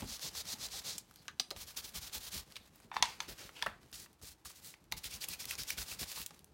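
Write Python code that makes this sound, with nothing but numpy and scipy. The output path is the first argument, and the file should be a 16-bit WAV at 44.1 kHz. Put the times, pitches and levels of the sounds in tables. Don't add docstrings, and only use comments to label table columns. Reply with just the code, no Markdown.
import sys
import numpy as np
from scipy import signal
from scipy.fft import rfft, irfft, next_fast_len
from scipy.io import wavfile
from scipy.ndimage import uniform_filter1d

SR = 44100
rng = np.random.default_rng(int(sys.argv[2]) if len(sys.argv) > 2 else 0)


def volts_from_decibels(level):
    exponent = np.asarray(level, float) / 20
    return 10 ** exponent


def to_wav(sig):
    pcm = np.clip(np.atleast_2d(sig), -1, 1) * 32767
    pcm = np.round(pcm).astype(np.int16)
    wavfile.write(sys.argv[1], SR, pcm.T)


N = 287973

# peak_s, low_drumming_db, upper_drumming_db
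PUSHES = [(0.026, -47, -47.5), (0.249, -69, -54.5), (0.38, -61, -61), (0.632, -51.5, -65),
          (1.562, -56.5, -56.5), (1.85, -54, -59.5), (1.96, -49, -67), (2.163, -57, -57),
          (2.35, -50, -51.5), (2.579, -61.5, -64), (3.011, -57, -52.5), (3.292, -57, -54),
          (3.453, -62, -60), (3.669, -55, -59), (3.93, -64, -63), (4.239, -54, -55), (4.932, -47, -55.5),
          (5.06, -57, -55), (5.6, -54, -52), (5.782, -54.5, -55), (6.02, -51.5, -52), (6.201, -58.5, -61)]


def unit(x):
    return x / np.sqrt(np.mean(x ** 2) + 1e-20)


def drift(rate_hz):
    r = np.exp(-40 * np.pi * rate_hz / SR)
    slow = signal.lfilter([1], [1, -2 * r, r * r], rng.standard_normal(N // 20 + 2002))[2000:]
    return np.interp(np.arange(N) / 20, np.arange(len(slow)), unit(slow))


def ring(clicks, hz, t60):
    r = volts_from_decibels(-60 / (t60 * SR))
    turn = 2 * np.pi * hz / SR
    return signal.lfilter([0, np.sin(turn)], [1, -2 * r * np.cos(turn), r * r], clicks + 1e-18)


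def band(x, low_hz, high_hz):
    limits = [low_hz, min(high_hz, .45 * SR)]
    return signal.sosfilt(signal.butter(2, limits, "band", fs=SR, output="sos"), x)


def burst(noise, t60):
    shape = noise * volts_from_decibels(-60 * np.arange(len(noise)) / SR / t60)
    return shape / np.abs(shape).max()


def colour(x, spectrum):
    size = next_fast_len(len(x))
    hz = np.fft.rfftfreq(size, 1 / SR) + 1
    points = np.array(spectrum)
    shape_db = np.interp(np.log(hz), np.log(points[:, 0]), points[:, 1])
    bass_cut = np.minimum(hz / points[0, 0], 1) ** 2
    return unit(irfft(rfft(x, size) * volts_from_decibels(shape_db) * bass_cut, size)[:len(x)])


def grains(per_s, spread_db):
    size = volts_from_decibels(spread_db * np.minimum(rng.exponential(1, N), 5)) * rng.choice([-1, 1], N)
    return size * (rng.random(N) < per_s / SR)


def spells():
    # touch_s, rise_s (a duration), lift_s, touch_pressure_db, lift_pressure_db
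    top = [
        (.047, 0.15, 0.18, -24.5, -48.5),
        (.19, 0.05, .3, -41.5, -42.5),
        (.319, 0.066, 0.43, -38, -45),
        (.437, 0.06, 0.55, -45.5, -39),
        (.572, 0.062, 0.6795, -41, -42.5),
        (.69, 0.049, 0.81, -44, -42.5),
        (.826, 0.084, 1.027, -27.5, -65),
    ]
    side = [
        (1.556, 0.011, 1.653, -53.5, -46.5),
        (1.659, 0.036, 1.734, -43.5, -53.5),
        (1.757, 0.02, 1.822, -40, -48.5),
        (1.81, 0.056, 1.917, -44, -57.5),
        (1.931, 0.042, 2.005, -33.5, -50.5),
        (1.999, 0.027, 2.1, -48.5, -49.5),
        (2.111, 0.04, 2.2, -40, -46.5),
        (2.197, .017, 2.303, -52, -47),
        (2.303, 0.084, 2.425, -27.5, -53.5),
    ]
    corner = [(4.96, 0.018, 5.009, -45, -45.5), (5.029, 0.014, 5.097, -42.5, -43),
              (5.075, 0.042, 5.186, -53, -40.5), (5.198, 0.018, 5.262, -47.5, -37),
              (5.258, 0.071, 5.365, -45, -38), (5.384, 0.024, 5.464, -39.5, -50.5),
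              (5.465, 0.062, 5.572, -27, -56.5), (5.574, 0.018, 5.655, -37.5, -50.5),
              (5.662, 0.034, 5.76, -37.5, -48), (5.768, 0.0186, 5.862, -36, -48.5),
              (5.846, 0.11, 5.97, -26.5, -50.5), (5.984, 0.013, 6.057, -41, -37),
              (6.044, 0.052, 6.155, -49, -42.5), (6.126, 0.054, 6.257, -42.5, -46)]
    inking = [
        (2.921, 0.03, 3.018, -51.5, -59.5),
        (3.06, 0.036, 3.17, -50.5, -61),
        (3.205, 0.022, 3.26, -46.5, -58.5),
        (3.272, 0.02, 3.357, -47, -53),
        (3.368, 0.033, 3.51, -45.5, -60.5),
        (3.53, 0.035, 3.662, -60.5, -58),
    ]
    slides = [
        (3.924, 0.011, 4.072, -50.5, -50.5),
        (4.211, 0.027, 4.348, -47.5, -55),
        (4.447, 0.0061, 4.545, -46.5, -58.5),
        (4.536, 0.027, 4.62, -55, -56.5),
        (4.606, 0.085, 4.762, -38, -62),
    ]
    fades = [
        0.017,
        0.0234,
        0.038,
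        0.035,
        0.031,
    ]
    return [[(touch, rise, lift, fade, first_db, last_db) for touch, rise, lift, first_db, last_db in rows]
            for rows, fade in zip((top, side, corner, inking, slides), fades)]


def pressure(strokes):
    t, out = np.arange(N) / SR, np.zeros(N)
    for touch, rise, lift, fall, first_db, last_db in strokes:
        a, b = max(int(touch * SR), 0), min(int(lift * SR), N)
        swell = np.sin(np.pi / 2 * np.clip((t[a:b] - touch) / rise, 0, 1)) ** 2
        fade = np.sin(np.pi / 2 * np.clip((lift - t[a:b]) / fall, 0, 1)) ** 2
        out[a:b] += (swell * fade * volts_from_decibels(np.linspace(first_db, last_db, b - a))) ** 2
    return np.sqrt(out)


def friction(strokes, spectrum, per_s, spread_db, catch_db, lift_db):
    slips, press = colour(grains(per_s, spread_db), spectrum), pressure(strokes)
    dull = signal.sosfilt(signal.butter(2, 3000, fs=SR, output="sos"), slips)
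    fine = signal.sosfilt(signal.butter(2, 8000, "high", fs=SR, output="sos"), slips)
    together = drift(40)
    dull_gain = volts_from_decibels(catch_db * (0.33 * together + 0.18 * drift(27)))
    fine_loss = 1 - (press / press.max()) ** .15 * volts_from_decibels(1.2 * drift(10))
    bright = (slips - dull - fine_loss * fine) * volts_from_decibels(catch_db * together)
    return press * volts_from_decibels(lift_db) * (dull * dull_gain + bright)


def foam_on_paper(top, side, corner):
    # pitch_hz, level_db (per Hz)
    top_colour = [(500, -9), (850, -11), (1500, -11), (3000, -7), (3900, 1), (5800, 0), (9000, -8),
                  (16000, -12.5)]
    side_colour = [(500, -9), (850, -7.5), (2000, -6.5), (4100, 1.5), (5500, 0.5), (8000, -4.5),
                   (12000, -5), (16000, -5)]
    corner_colour = [(500, -9), (850, -9.5), (1500, -7), (2400, -2), (5000, 3), (8000, -1.5), (12000, -2.5),
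                     (16000, -3.5)]
    out = friction(top, top_colour, per_s=14000, spread_db=2.5, catch_db=.7, lift_db=-.6)
    out += friction(side, side_colour, per_s=26000, spread_db=3.0, catch_db=2.0, lift_db=1.2)
    return out + friction(corner, corner_colour, per_s=11000, spread_db=2.9, catch_db=1.1, lift_db=-.6)


def snaps():
    # start_s, peak_db, centre_hz, brightness_db
    edge_snaps = [(.021, -33.5, 2760, -4), (0.03, -46, 2470, -6), (0.194, -31, 4400, -2),
                  (0.23, -30, 4430, -2), (.351, -34, 4820, -10), (.454, -34, 4200, 4), (.686, -36, 3910, 0),
                  (1.563, -33.5, 3500, -6.5), (2.096, -38, 3500, 2), (5.042, -26, 3540, 4),
                  (5.24, -24.5, 2720, 7), (5.244, -25.5, 6200, 1), (5.286, -22.5, 11600, 5.5),
                  (5.334, -33, 4180, 4), (5.443, -30, 2480, 2), (5.454, -30.5, 4870, 13),
                  (5.509, -27.5, 2560, 12), (5.553, -30, 5500, -1), (5.634, -31, 4800, 11),
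                  (5.704, -24.5, 2530, 12), (5.78, -34, 5570, -5), (5.817, -32, 5110, -10),
                  (6.03, -28, 4500, -4), (6.116, -31.5, 2460, 6), (6.216, -31.5, 3550, 12)]
    taps = [(0.981, -21.5, 6740, 8.5), (1.281, -28.5, 2220, 4), (1.3972, -16.5, 4360, 0.5),
            (1.3995, -20.5, 4350, -2), (1.5054, -28, 4080, 13.5), (1.51, -24.5, 4200, -6.5),
            (2.522, -39.5, 4170, 13), (2.557, -31.5, 3460, 4), (2.565, -25.5, 3080, 4),
            (3.928, -34, 4050, 5), (3.942, -33.5, 3870, 1), (4.452, -39, 8720, -4),
            (4.456, -32.5, 6400, -4), (4.74, -35, 2280, -4), (4.916, -35, 5000, 3),
            (4.9223, -24.5, 4000, 16.5), (6.262, -26.5, 7140, 16.5), (6.307, -37.5, 3880, -10)]
    ticks = [(1.111, -48, 1190, 10), (1.14, -51, 6210, 7), (1.159, -43.5, 4300, 10), (1.255, -53, 1400, 8),
             (2.758, -44, 11900, 4), (2.801, -47, 7500, -2), (2.822, -57, 4500, 4), (3.492, -38, 1430, -3),
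             (3.831, -50.5, 4020, 2.5), (3.915, -48, 9230, 2), (4.061, -47, 1390, -0.5),
             (4.13, -53.5, 8150, 8), (4.215, -46, 5520, 0), (4.504, -47.5, 1270, -3),
             (4.841, -55.5, 2250, 10), (6.292, -58, 2380, 8), (6.345, -51, 6200, 3), (6.392, -49, 4150, 13),
             (6.444, -44, 8400, 7)]
    # dull_db, sharp_db, rattle_db
    kinds = [
        (-21, -12.5, -34),
        (-21.5, -20, -32),
        (-11.5, -9.5, -33.5),
    ]
    span = 8000
    out = np.zeros(N + span)
    events = sorted((*row, *kind) for rows, kind in zip((edge_snaps, taps, ticks), kinds) for row in rows)
    chance = rng.standard_normal((len(events), 2, span))
    chance[:, 0, 0] = 8
    for (s, peak_db, hz, bright_db, dull_db, sharp_db, rattle_db), (jolt, shake) in zip(events, chance):
        dull_db, sharp_db = dull_db - bright_db, sharp_db + bright_db
        rattle_db = rattle_db - 0.31 * peak_db
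        kick = burst(jolt, 0.0074 + 0.26 * volts_from_decibels(peak_db))
        tick = burst(band(kick, hz / 1.34, hz * 1.44), 1.0)
        pat = volts_from_decibels(dull_db + 7.0) * burst(band(burst(jolt, 0.037), 520, 1900), 1.0)
        crack = volts_from_decibels(sharp_db + 10.5) * burst(band(kick, 3050, 16300), 1.0)
        rattle = volts_from_decibels(rattle_db + 14.0) * burst(band(shake, hz / 2.8, hz * 2.2), 0.043)
        at = int((s + .0004) * SR)
        out[at:at + span] += volts_from_decibels(peak_db - 4.0) * (tick + pat + crack + rattle)
    return out[:N]


def catches():
    # start_s, length_s, level_db (rms), pitch_hz
    moments = [(1.165, 0.077, -67, 4500), (1.281, .04, -62, 3680), (1.41, .04, -60, 4500),
               (2.602, 0.064, -67.5, 3800), (3.551, .07, -59, 2850), (3.63, .035, -54, 3300),
               (3.674, 0.028, -50, 1580), (3.702, .065, -60, 1550), (3.687, .07, -67, 3300),
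               (5.047, 0.029, -48.5, 3270), (5.116, .04, -54, 2520), (5.21, .03, -48, 4600),
               (5.284, .007, -49, 2670), (5.3, .05, -53, 4350), (5.325, 0.036, -53, 2520),
               (5.397, 0.018, -54, 2400), (5.4, .04, -49, 5600), (5.484, .025, -48, 5550),
               (5.52, .03, -54, 1300), (5.584, .006, -46, 2520), (5.588, .055, -45, 5000),
               (5.589, 0.018, -52.5, 1500), (5.677, .018, -48, 5540), (5.779, .014, -45.5, 2800),
               (5.878, .03, -62, 5200), (5.91, .025, -50, 2400), (5.925, 0.0085, -51.5, 1270),
               (5.991, 0.0063, -47, 2400), (6.03, 0.0056, -41.5, 2120), (6.07, .04, -57, 4900),
               (6.158, 0.05, -53, 3970), (6.198, .005, -51, 4800), (6.263, .005, -48, 3460),
               (6.306, .02, -61, 796)]
    span, width, grit_db = 5000, 1.12, 4
    out, t = np.zeros(N + span), np.arange(span) / SR
    for (s, length, db, hz), (slips, sizes) in zip(moments, rng.standard_normal((len(moments), 2, span))):
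        part = np.clip(t / length, 0, 1)
        rasp = unit(band(slips * volts_from_decibels(grit_db * sizes), hz / width, hz * width))
        out[int(s * SR):int(s * SR) + span] += volts_from_decibels(db) * np.sin(np.pi * np.sqrt(part)) * rasp
    return out[:N]


def foam_on_pad(inking):
    # pitch_hz, level_db (per Hz)
    pad_colour = [(500, 4.5), (900, -8.5), (1400, -2), (2700, -1.5), (3300, -1), (5000, 1), (9000, -8),
                  (16000, -8.5)]
    return friction(inking, pad_colour, per_s=12000, spread_db=2.5, catch_db=.8, lift_db=-.6)


def pad_case(inking):
    # start_s, peak_db, hardness (0-1), hollow_body_db, rattle_db
    knocks = [(2.9152, -39.5, 0.05, 3.5, -14.5), (2.928, -44, 0, -5, -21), (2.94, -43, 0, 5, -18),
              (2.959, -39, 0, 2, -23), (2.966, -25, 0.31, 0, -24), (2.983, -44, 0, 5, -24),
              (3.0251, -12.5, 0.63, -9.5, -23), (3.055, -28, 0.6, -14.5, -18),
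              (3.203, -22.5, 0.52, -15, -24.5), (3.565, -42.5, 0.7, -9, -13), (3.592, -43, 0.6, -21, -29),
              (3.617, -40, 0.3, -15, -34), (3.624, -28, 0.8, -20, -19), (3.6626, -32.5, 1, -19, -33),
              (3.667, -29, 0, -16, -17.5)]
    # pitch_hz, level_db, t60_s
    tones = [(804, -7.5, 0.079), (870, -9.5, .06), (907, -1, 0.099), (965, -1, 0.091), (1020, -6, .07),
             (1750, -5.5, .03), (3580, -10, .08), (5580, -16.5, .04)]
    # pitch_hz, level_db (per Hz)
    clack_colour = [(700, 4.5), (1700, -0.5), (2600, 3), (3600, -4), (4500, 2.5), (5700, -6), (7500, -6),
                    (16000, -11.5)]
    span = 12000
    out = np.zeros(N + span)
    chance = rng.standard_normal((len(knocks), 2, span))
    for (s, peak_db, hard, body_db, rattle_db), (jolt, shake) in zip(knocks, chance):
        top_hz = 2200 * 8.3 ** hard
        clack = burst(band(colour(jolt, clack_colour), 920, top_hz), 0.028)
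        rattle = volts_from_decibels(rattle_db + 2.0) * burst(band(colour(shake, clack_colour), 510, top_hz), 0.4)
        out[int(s * SR):int(s * SR) + span] += volts_from_decibels(peak_db) * (clack + rattle)
    at, peak_db, hard, body_db, rattle_db = np.transpose(knocks)
    strength_db = 1.5 * rng.standard_normal((len(knocks), len(tones)))
    stir = pressure(inking) * rng.standard_normal(N) * volts_from_decibels(-51.5)
    for k, (hz, level_db, t60) in enumerate(tones):
        clicks = stir * volts_from_decibels(level_db)
        clicks[(at * SR).astype(int) + 40] += volts_from_decibels(peak_db + body_db + level_db - 8 + strength_db[:, k])
        out[:N] += ring(clicks, hz, t60)
    return signal.sosfilt(signal.butter(4, 790, "high", fs=SR, output="sos"), out[:N])


def strikes():
    # start_s, peak_db, pitch_hz, t60_s
    hits = [(.056, -40, 260, 0.07), (.0225, -32.5, 270, 0.046), (.025, -32, 135, 0.084),
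            (.085, -41.5, 216, 0.07), (1.2815, -34, 2750, 0.0085), (1.3973, -21.5, 3800, 0.01),
            (1.3975, -24, 4400, 0.019), (1.3975, -24, 5950, 0.018), (1.401, -38, 760, 0.025),
            (1.404, -51.5, 240, 0.085), (3.667, -25, 1370, .012), (1.5099, -27.5, 4200, 0.013),
            (1.512, -34, 390, 0.025), (2.967, -50, 3560, 0.35), (2.9665, -19, 1040, 0.016),
            (3.0249, -15, 5900, 0.012), (3.0252, -24, 3540, 0.054), (3.0248, -14.5, 1900, 0.01),
            (3.033, -29.5, 1020, 0.067), (3.2035, -34.5, 3500, 0.033), (3.618, -38, 1500, 0.01),
            (3.6242, -23.5, 1780, 0.017), (3.6244, -24.5, 3400, 0.017), (3.6242, -26, 5100, 0.014),
            (3.6245, -46, 13000, 0.014), (3.628, -31.5, 950, 0.048), (3.661, -52, 11150, .03),
            (3.663, -16, 1180, 0.0066), (3.668, -34.5, 2710, 0.017), (3.674, -43, 203, 0.098),
            (4.918, -41, 920, 0.02), (4.9228, -21.5, 2090, 0.0085), (4.9222, -24, 3800, 0.011),
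            (4.9231, -27, 6300, 0.0069), (4.926, -32.5, 4100, 0.02), (4.93, -46, 150, 0.09),
            (5.7038, -26.5, 5800, 0.013), (5.783, -40, 1400, .03), (2.56, -37, 3600, .008),
            (2.572, -44, 2680, .01), (.735, -53.5, 830, 0.29), (.55, -55, 880, 0.11),
            (1.3977, -59, 2375, 0.0028), (4.9228, -40, 2800, 0.013), (4.455, -40.5, 1220, 0.016),
            (5.678, -44, 5460, .02), (5.779, -39, 3330, .015), (3.2039, -29.5, 6000, 0.012)]
    span, rise_cycles = 8000, 0.87
    wander = .55
    out, t = np.zeros(N + span), np.arange(span) / SR
    for (s, peak_db, hz, t60), shake in zip(hits, rng.standard_normal((len(hits), span))):
        phase = 2 * np.pi * hz * t + wander * np.sqrt(hz / SR) * np.cumsum(shake)
        swing = (1 - np.exp(-hz * t / rise_cycles)) * np.sin(phase)
        out[int(s * SR):int(s * SR) + span] += volts_from_decibels(peak_db - 60 * t / t60) * swing
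    return out[:N]


def rings():
    # start_s, peak_db, pitch_hz, t60_s
    single_rings = [(.022, -40.5, 840, 0.07), (.53, -31.5, 223, 0.039), (1.2812, -20, 5540, 0.0027),
                    (3.565, -53, 2910, 0.34), (1.282, -40.5, 1470, 0.08), (1.405, -56, 8840, 0.27),
                    (3.385, -59, 1480, 0.24), (1.514, -41.5, 598, 0.11), (3.664, -25.5, 583, 0.031),
                    (3.664, -33.5, 1570, 0.059), (3.63, -51, 3400, 0.12), (4.924, -35, 960, 0.052),
                    (4.926, -51, 9000, 0.061), (5.5104, -26, 2470, 0.012), (5.704, -18.5, 2580, 0.013),
                    (6.171, -46, 1040, 0.13)]
    span = 8000
    out, t = np.zeros(N + span), np.arange(span) / SR
    for (s, peak_db, hz, t60), shake in zip(single_rings, rng.standard_normal((len(single_rings), span))):
        rough = unit(band(shake, hz / 1.2, hz * 1.2))
        tone = .3 * np.sin(2 * np.pi * hz * t) + .6 * rough
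        out[int(s * SR):int(s * SR) + span] += volts_from_decibels(peak_db - 60 * t / t60) * (1 - np.exp(-hz * t)) * tone
    return out[:N]


def paper_on_mat(slides):
    # pitch_hz, level_db (per Hz)
    mat_colour = [(500, -13), (1000, -13.5), (1500, -10), (3100, -7), (4300, -2.5), (9000, -5), (16000, -9)]
    return friction(slides, mat_colour, per_s=3900, spread_db=-0.5, catch_db=1.5, lift_db=-2.0)


def paper_rustle(lean):
    # start_s, end_s, rustle_db
    shifting = [
        (-.05, 0.075, -55.5),
        (1.05, 1.327, -75.5),
        (2.442, 2.707, -71.5),
        (2.695, 2.88, -75.5),
        (2.992, 3.728, -69.5),
        (3.787, 4.05, -78),
        (4.466, 4.697, -76),
        (6.224, 6.409, -73),
    ]
    # pitch_hz, level_db (per Hz)
    rustle_colour = [(500, 2.5), (1200, 1.5), (2500, 1), (4500, 1), (8000, -2.5), (16000, -7.5)]
    fade_s, still_db, drag_db = 0.047, -79, -17.5
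    shifts = pressure([(s, fade_s, end, fade_s, db, db) for s, end, db in shifting])
    level = volts_from_decibels(still_db) + shifts + volts_from_decibels(drag_db) * lean
    return level * volts_from_decibels(3.0 + 2.0 * drift(30)) * colour(grains(5000, spread_db=2.5), rustle_colour)


def hands(lean):
    rise_s, low_sag_db_per_s, high_sag_db_per_s = 0.049, 143.5, 278
    t = np.arange(N) / SR
    low = volts_from_decibels(-72.5) + volts_from_decibels(-21.5) * lean
    high = volts_from_decibels(-67.5) + volts_from_decibels(-30.5) * lean
    for s, low_db, high_db in PUSHES:
        swell, since = np.clip(1 + (t - s) / rise_s, 0, 1) ** 2, np.maximum(t - s, 0)
        low = np.maximum(low, swell * volts_from_decibels(low_db - low_sag_db_per_s * since))
        high = np.maximum(high, swell * volts_from_decibels(high_db - high_sag_db_per_s * since))
    return 20 * np.log10(low), 20 * np.log10(high)


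def drumming(tones, level_db, lumpy_db, follow):
    press = pressure(sum(spells(), [])) + 1e-4
    beat = (press / uniform_filter1d(press, SR // 4)) ** follow
    pushes = rng.standard_normal(N) * volts_from_decibels(lumpy_db * drift(14.0)) * beat
    pushes[(np.array(PUSHES)[:, 0] * SR).astype(int) - SR // 200] += volts_from_decibels(25)
    return volts_from_decibels(level_db) * unit(sum(volts_from_decibels(db) * unit(ring(pushes, hz, 1.68 / width)) for hz, width, db in tones))


def table_top(lean):
    # pitch_hz, width_hz, level_db
    deep_tones = [(59, 17, -3), (75.5, 11, -2), (110, 39, -8.5)]
    upper_tones = [(187, 55, 0.5), (220, 110, -6.5), (362, 180, 0.5)]
    low_db, high_db = hands(lean)
    deep = drumming(deep_tones, low_db, lumpy_db=3.0, follow=0.25)
    return deep + drumming(upper_tones, high_db, lumpy_db=3.5, follow=0.024)


def room(x):
    level_db, t60_s, treble_t60_s = -11.5, 0.25, 0.13
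    echo_s, echo_db, first_wall_s = 0.0026, -25.5, 0.0054
    size, t = next_fast_len(N + SR), np.arange(SR // 2) / SR
    noise = rng.standard_normal(len(t)) * np.clip(t / first_wall_s - 1, 0, 1)
    dull = signal.sosfilt(signal.butter(1, 3000, fs=SR, output="sos"), noise)
    tail = dull * volts_from_decibels(-60 * t / t60_s) + (noise - dull) * volts_from_decibels(-60 * t / treble_t60_s)
    response = volts_from_decibels(level_db) * tail / np.sqrt(SR * t60_s / 20)
    response[0] = 1
    response[int(echo_s * SR)] = volts_from_decibels(echo_db)
    return irfft(rfft(x, size) * rfft(response, size), size)[:N]


def room_tone():
    # pitch_hz, level_db (per Hz)
    tone_colour = [(180, -41), (300, -10), (398, -17.5), (502, -28), (814, -17), (2300, -31), (16000, -46)]
    return volts_from_decibels(-75) * colour(rng.standard_normal(N), tone_colour)


def scene():
    top, side, corner, inking, slides = spells()
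    lean = uniform_filter1d(pressure(top + side + corner), size=SR // 8)
    near = foam_on_paper(top, side, corner) + foam_on_pad(inking)
    near += paper_on_mat(slides) + paper_rustle(lean)
    near += snaps() + rings() + pad_case(inking)
    table = table_top(lean)
    tone = room_tone()
    near += strikes() + catches()
    return (room(near) + table + tone)[None]


def low_pass(x):
    return signal.sosfilt(signal.butter(12, 17000, fs=SR, output="sos"), x)


def record(dry):
    dry = signal.sosfilt(signal.butter(6, 40, "high", fs=SR, output="sos"), dry)
    dry = signal.sosfilt(signal.ellip(9, .3, 36, 15950, fs=SR, output="sos"), dry)
    return low_pass(dry)


dry = scene()
out = record(dry)
to_wav(out)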